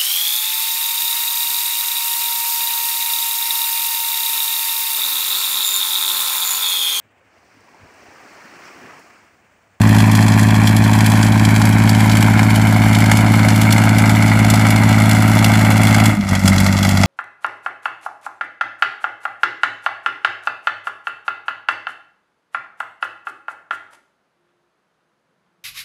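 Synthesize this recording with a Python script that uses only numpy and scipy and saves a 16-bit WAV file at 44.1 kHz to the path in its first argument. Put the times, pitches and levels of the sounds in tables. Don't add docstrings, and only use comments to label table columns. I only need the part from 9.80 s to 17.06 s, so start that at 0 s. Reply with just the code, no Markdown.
import sys
import numpy as np
from scipy import signal
from scipy.fft import rfft, irfft
from scipy.io import wavfile
from scipy.ndimage import map_coordinates

SR = 44100
rng = np.random.default_rng(int(sys.argv[2]) if len(sys.argv) > 2 else 0)


def transcribe(u):
    v = np.clip(np.atleast_2d(u).T, -1, 1)
    q = np.round(v * 32767).astype(np.int16)
    wavfile.write(sys.argv[1], SR, q)


N = 320166

# (time [s], firing rate [firings/s])
FIRING_RATE = [(0.0, 107.14), (1.0, 107.8), (2.0, 108.52), (3.0, 107.73), (4.0, 108.42), (5.0, 108.0),
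               (5.6, 108.53), (6.1, 107.14), (6.3, 108.26), (6.4, 101.9), (6.5, 95.32), (6.62, 95.5),
               (6.8, 96.49), (7.0, 97.68), (7.26, 96.95)]
FIRST_TURN = 5.06
# (time [s], firing tone level [dB])
FUEL = [(0, 0.5), (6.29, 0), (6.335, -5.5), (6.365, -17.5), (6.485, -11.5), (6.525, -2.5), (6.615, -11.5),
        (6.65, -0.5), (6.72, -2.5), (6.82, -3), (6.98, -5), (7.1, -4), (7.16, -3.5), (7.26, -2.1)]
# (time [s], cooling [0 hot - 1 cooler])
COOLING = [(0, 0), (6.36, 0), (6.48, 1), (7.26, 1)]
TONE_DB, ROAR_DB, CRACK_DB = -10, -22, -29
TONE_START_DB, TONE_SETTLE_S = 2.2, 0.37
ROAR_DB_PER_S, CRACK_DB_PER_S = 0.5, 0.3852
ROAR_FOLLOWS, CRACK_FOLLOWS = 0.69, 0.71
ROAR_COOL_DB, CRACK_COOL_DB = -1.2, -0.8

# (relative pulse level [dB], valve lead [ms], pulse low-pass corner [Hz])
CYLINDER_PULSES = [(-1.23, 2.28, 2500), (-2.5, 2.303, 374), (0.0, 4.03, 137), (-1.56, 3.97, 134),
                   (-0.94, 2.556, 604), (-5, 1.886, 440)]
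# (resonance [Hz], width [Hz], level [dB])
STACK_RESONANCES = [(120, 134, -0.5), (274.5, 17, -1), (393, 236, -11)]
DOUBLING_MS = 1.144
COOL_PITCH = 0.92
COOL_CUT_HZ = 1400
# (multiple of the six-firing cycle, relative level [dB])
WHINES = [(29, -49.5), (35, -32.5), (41, -30)]

# (roar level [dB], gas crack level [dB])
CYLINDER_GAS = [(-18, -9), (-4, 5), (-9.5, -4.5), (-3.5, 6), (-11.5, -10), (-6, -0.5)]
# (time [s], gas crack level [dB], roar level [dB])
SINGLED_FIRINGS = [(0.203, -16, -26), (0.314, -18, -31), (0.407, -19, -21), (0.482, -15.5, -21),
                   (0.871, -13.5, -32), (1.04, -13.5, -26), (1.261, -11.5, -29), (1.429, -14, -31),
                   (1.65, -16, -28), (1.853, -17.5, -18), (2.093, -11, -33), (2.314, -15, -34),
                   (2.593, -17, -19), (2.759, -17, -25), (2.963, -19, -23), (3.13, -14.5, -28),
                   (3.149, -12, -33), (3.314, -11, -18), (3.37, -11, -29), (3.519, -25, -26),
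                   (3.741, -33, -26), (3.759, -17, -36), (3.926, -12.5, -34), (3.962, -24, -19),
                   (3.98, -13.5, -21), (4.074, -25, -16), (4.184, -13.5, -24), (4.241, -30, -19),
                   (4.479, -17, -25), (4.515, -26, -14), (4.7, -12.5, -23), (4.739, -16, -16),
                   (4.85, -16, -17.5), (5.311, -10, -27), (5.459, -35, -19), (5.644, -10, -22),
                   (5.903, -17, -18), (6.035, -15.5, -22), (6.144, -11, -28), (6.256, -13, -26),
                   (6.293, -30, -22), (6.531, -28, -20), (6.552, -17, -20), (6.677, -13, -20),
                   (6.72, -41, -18), (6.803, -17.5, -21), (6.863, -19.5, -18), (7.03, -16, -28),
                   (7.047, -20, -18.5), (7.172, -20.5, -30), (7.233, -16, -16.5)]
# (frequency [Hz], density [dB per Hz])
ROAR_SPECTRUM = [(250, -8), (450, -6), (560, -2), (720, -1), (1150, 1.5), (1600, -4.5), (2150, 1),
                 (2600, -10), (3300, -23), (4500, -17)]
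# (frequency [Hz], density [dB per Hz])
CRACK_SPECTRUM = [(1500, 4.5), (2600, -1), (3100, 1.5), (3370, 5), (3750, -5.5), (4300, 0), (5200, -2.5),
                  (6400, -4.5), (7600, -0.5), (8800, -8), (10400, -4), (13000, -11.5), (15700, -12)]
# (upper edge [Hz], steady hiss relative to the load [dB])
CRACK_BANDS = [(3200, -9.5), (5000, -12.5), (7000, -8), (10000, -10.5), (20000, -7)]
RATTLE_HZ, RATTLE_WIDTH_HZ, RATTLE_DB = 5250, 2900, -0.5

# (time [s], echo lag [ms])
GROUND_LAG = [(0, 1.19), (1, 1.216), (3, 1.345), (5.5, 1.419), (7.26, 1.467)]
GROUND_DB, GROUND_CUT_HZ = -4.5, 3030
GROUND_TURN = 0.69

# (frequency [Hz], density [dB per Hz])
RUMBLE_SPECTRUM = [(20, -16), (50, 0), (85, -6.5), (140, -37), (190, 1), (300, -12), (420, -23.5)]
RUMBLE_DB = -35.5
WAVER_HZ, WAVER_WIDTH_HZ, WAVER_DB = 301.6, 7.9, -32.5
# (time [s], level [dB])
DRONE_LEVEL = [(0, -70), (6.3, -69), (6.35, -36), (6.385, -15), (6.42, -20), (6.5, -32), (6.66, -18),
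               (7.26, -26)]
DRONE_FLUTTER_DB, DRONE_FLUTTER_HZ = 4, 30

BASS_CUT_HZ, CUTOFF_HZ = 10, 15700


def from_db(db):
    return 10 ** (np.asarray(db) / 20)


def rms_one(x):
    return x / np.sqrt(np.mean(x ** 2) + 1e-20)


def in_time(rows):
    s, *columns = np.transpose(rows)
    return [np.interp(np.arange(N) / SR, s, c) for c in columns]


def smooth(x, hz):
    r = np.exp(-2 * np.pi * hz / SR)
    return signal.lfilter([(1 - r) ** 2], [1, -2 * r, r * r], x + 1e-18)


def resonance(x, hz, width_hz):
    r = np.exp(-np.pi * width_hz / SR)
    top = np.array([1, 0, -1]) * (1 - r * r) / 2
    return signal.lfilter(top, [1, -2 * r * np.cos(2 * np.pi * hz / SR), r * r], x)


def coloured(x, spectrum):
    hz, db = np.transpose(spectrum)
    grid = np.log(np.fft.rfftfreq(N, 1 / SR) + 1)
    gain = from_db(np.interp(grid, np.log(hz), db, left=-70, right=-70))
    return rms_one(irfft(rfft(x) * gain, N))


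def clicks(times, sizes):
    out = np.zeros(N)
    at = np.round(times * SR).astype(int)
    inside = (at >= 0) & (at < N)
    np.add.at(out, at[inside], sizes[inside])
    return out


def load(cool):
    s, fuel_db = np.arange(N) / SR, in_time(FUEL)[0]
    tone_db = TONE_DB + TONE_START_DB * np.exp(-s / TONE_SETTLE_S) + fuel_db
    roar_db = ROAR_DB + ROAR_DB_PER_S * s + ROAR_FOLLOWS * fuel_db + ROAR_COOL_DB * cool
    crack_db = CRACK_DB + CRACK_DB_PER_S * s + CRACK_FOLLOWS * fuel_db + CRACK_COOL_DB * cool
    return tone_db, roar_db, crack_db


def firings():
    turn = FIRST_TURN + np.cumsum(in_time(FIRING_RATE)[0]) / SR
    number = np.arange(np.ceil(turn[0]), turn[-1])
    times = np.interp(number, turn, np.arange(N) / SR)
    return turn, times, number.astype(int) % len(CYLINDER_PULSES)


def stack(flow, pitch):
    rung = 0
    for k, (hz, width_hz, db) in enumerate(STACK_RESONANCES):
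        sign = -1 if k else 1
        rung = rung + sign * from_db(db) * resonance(flow, pitch * hz, width_hz)
    return rung


def pulses(times, cylinder, cool):
    chance = rng.standard_normal((len(times), 2)) * [.06, .6]
    flow = 0
    for k, (db, lead_ms, soft_hz) in enumerate(CYLINDER_PULSES):
        mine = cylinder == k
        at = times[mine] + (chance[mine, 0] - lead_ms) / 1000
        flow = flow - smooth(clicks(at, from_db(db + chance[mine, 1])), soft_hz)
    hot_ring = stack(flow, 1)
    cool_ring = from_db(1.5) * smooth(stack(flow, COOL_PITCH), COOL_CUT_HZ)
    rung = (1 - cool) * hot_ring + cool * cool_ring
    lag = round(DOUBLING_MS * SR / 1000)
    rung[lag:] += rung[:-lag].copy()
    return rms_one(rung)


def whines(turn, roar_db):
    cycle = 2 * np.pi * turn / len(CYLINDER_PULSES)
    tones = sum(from_db(db) * np.sin(k * cycle) for k, db in WHINES)
    return from_db(roar_db + 18) * tones


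def turbulence(grain):
    unevenness = rms_one(smooth(rng.standard_normal(N), 430.0))
    return rng.standard_normal(N) * np.exp(grain * unevenness)


def gusts(times, sizes, lead_ms, rise_hz, puff_hz, tail_hz, tail):
    opened = smooth(clicks(times - lead_ms / 1000, sizes), rise_hz)

    def peak(hz):
        return smooth(opened, hz) * np.e * SR / (2 * np.pi * hz)

    return peak(puff_hz) + tail * peak(tail_hz)


def nearest(times, s):
    return np.argmin(abs(times - .003 - s))


def roar(times, cylinder, roar_db):
    db = np.interp(times, np.arange(N) / SR, roar_db) + np.array(CYLINDER_GAS)[cylinder, 0]
    for s, _, own_db in SINGLED_FIRINGS:
        db[nearest(times, s)] = own_db
    steady = from_db(roar_db - 7.0)
    throb = gusts(times, from_db(db), lead_ms=3.86, rise_hz=400, puff_hz=72.0, tail_hz=28.3, tail=0.21)
    jet = (steady + throb) * rms_one(turbulence(grain=0.3))
    return coloured(jet, ROAR_SPECTRUM) * np.sqrt(np.mean(jet ** 2))


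def cracks(times, cylinder, crack_db, cool, spread_db, colour_db):
    chance = np.clip(rng.standard_normal((len(times), 1 + len(CRACK_BANDS))), -2, 1)
    db = np.interp(times, np.arange(N) / SR, crack_db) + np.array(CYLINDER_GAS)[cylinder, 1]
    db += spread_db * chance[:, 0]
    for s, own_db, _ in SINGLED_FIRINGS:
        db[nearest(times, s)] = own_db
    noise = coloured(turbulence(grain=.25), CRACK_SPECTRUM)
    noise += cool * from_db(RATTLE_DB) * resonance(noise, RATTLE_HZ, RATTLE_WIDTH_HZ)
    out, below = 0, 0
    for k, (edge_hz, steady_db) in enumerate(CRACK_BANDS):
        low = signal.sosfiltfilt(signal.butter(2, edge_hz, fs=SR, output="sos"), noise)
        sizes = from_db(db + colour_db * chance[:, k + 1])
        flow = gusts(times, sizes, lead_ms=4.1, rise_hz=112, puff_hz=134.6, tail_hz=29.0, tail=0.13)
        out = out + (low - below) * (from_db(crack_db + steady_db) + flow)
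        below = low
    return out


def ground(x):
    late = np.arange(N) - in_time(GROUND_LAG)[0] * SR / 1000
    dull = signal.lfilter(*signal.butter(1, GROUND_CUT_HZ, fs=SR), x)
    turned = irfft(rfft(dull) * np.exp(1j * GROUND_TURN), N)
    echo = map_coordinates(turned, [late], order=3, mode="nearest")
    return x + from_db(GROUND_DB) * echo


def rumble(roar_db):
    return from_db(RUMBLE_DB + 0.3 * (roar_db + 31)) * coloured(rng.standard_normal(N), RUMBLE_SPECTRUM)


def hum(cool):
    once = resonance(rng.standard_normal(N), WAVER_HZ, WAVER_WIDTH_HZ)
    twice = resonance(once, WAVER_HZ, WAVER_WIDTH_HZ)
    return from_db(WAVER_DB) * rms_one(twice) * (1 - cool)


def drone(turn):
    rough = coloured(rng.standard_normal(N), RUMBLE_SPECTRUM)
    flutter = rms_one(smooth(rng.standard_normal(N), DRONE_FLUTTER_HZ))
    tone = from_db(DRONE_FLUTTER_DB * flutter) * np.sin(4 * np.pi * turn)
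    return from_db(in_time(DRONE_LEVEL)[0]) * (tone + .4 * rough)


def scene():
    cool = in_time(COOLING)[0]
    tone_db, roar_db, crack_db = load(cool)
    turn, times, cylinder = firings()
    beat = from_db(tone_db) * pulses(times, cylinder, cool)
    gas = roar(times, cylinder, roar_db)
    gas += cracks(times, cylinder, crack_db, cool, spread_db=5.5, colour_db=5.0)
    mix = beat + whines(turn, roar_db) + ground(gas) + rumble(roar_db) + hum(cool) + drone(turn)
    return mix[None]


def record(dry):
    thinned = signal.lfilter(*signal.butter(1, BASS_CUT_HZ, "high", fs=SR), dry)
    rounded = 1.442 * np.tanh(thinned / 1.406)
    return signal.sosfilt(signal.cheby2(16, 60, CUTOFF_HZ, fs=SR, output="sos"), rounded)


dry = scene()
out = record(dry)
transcribe(out)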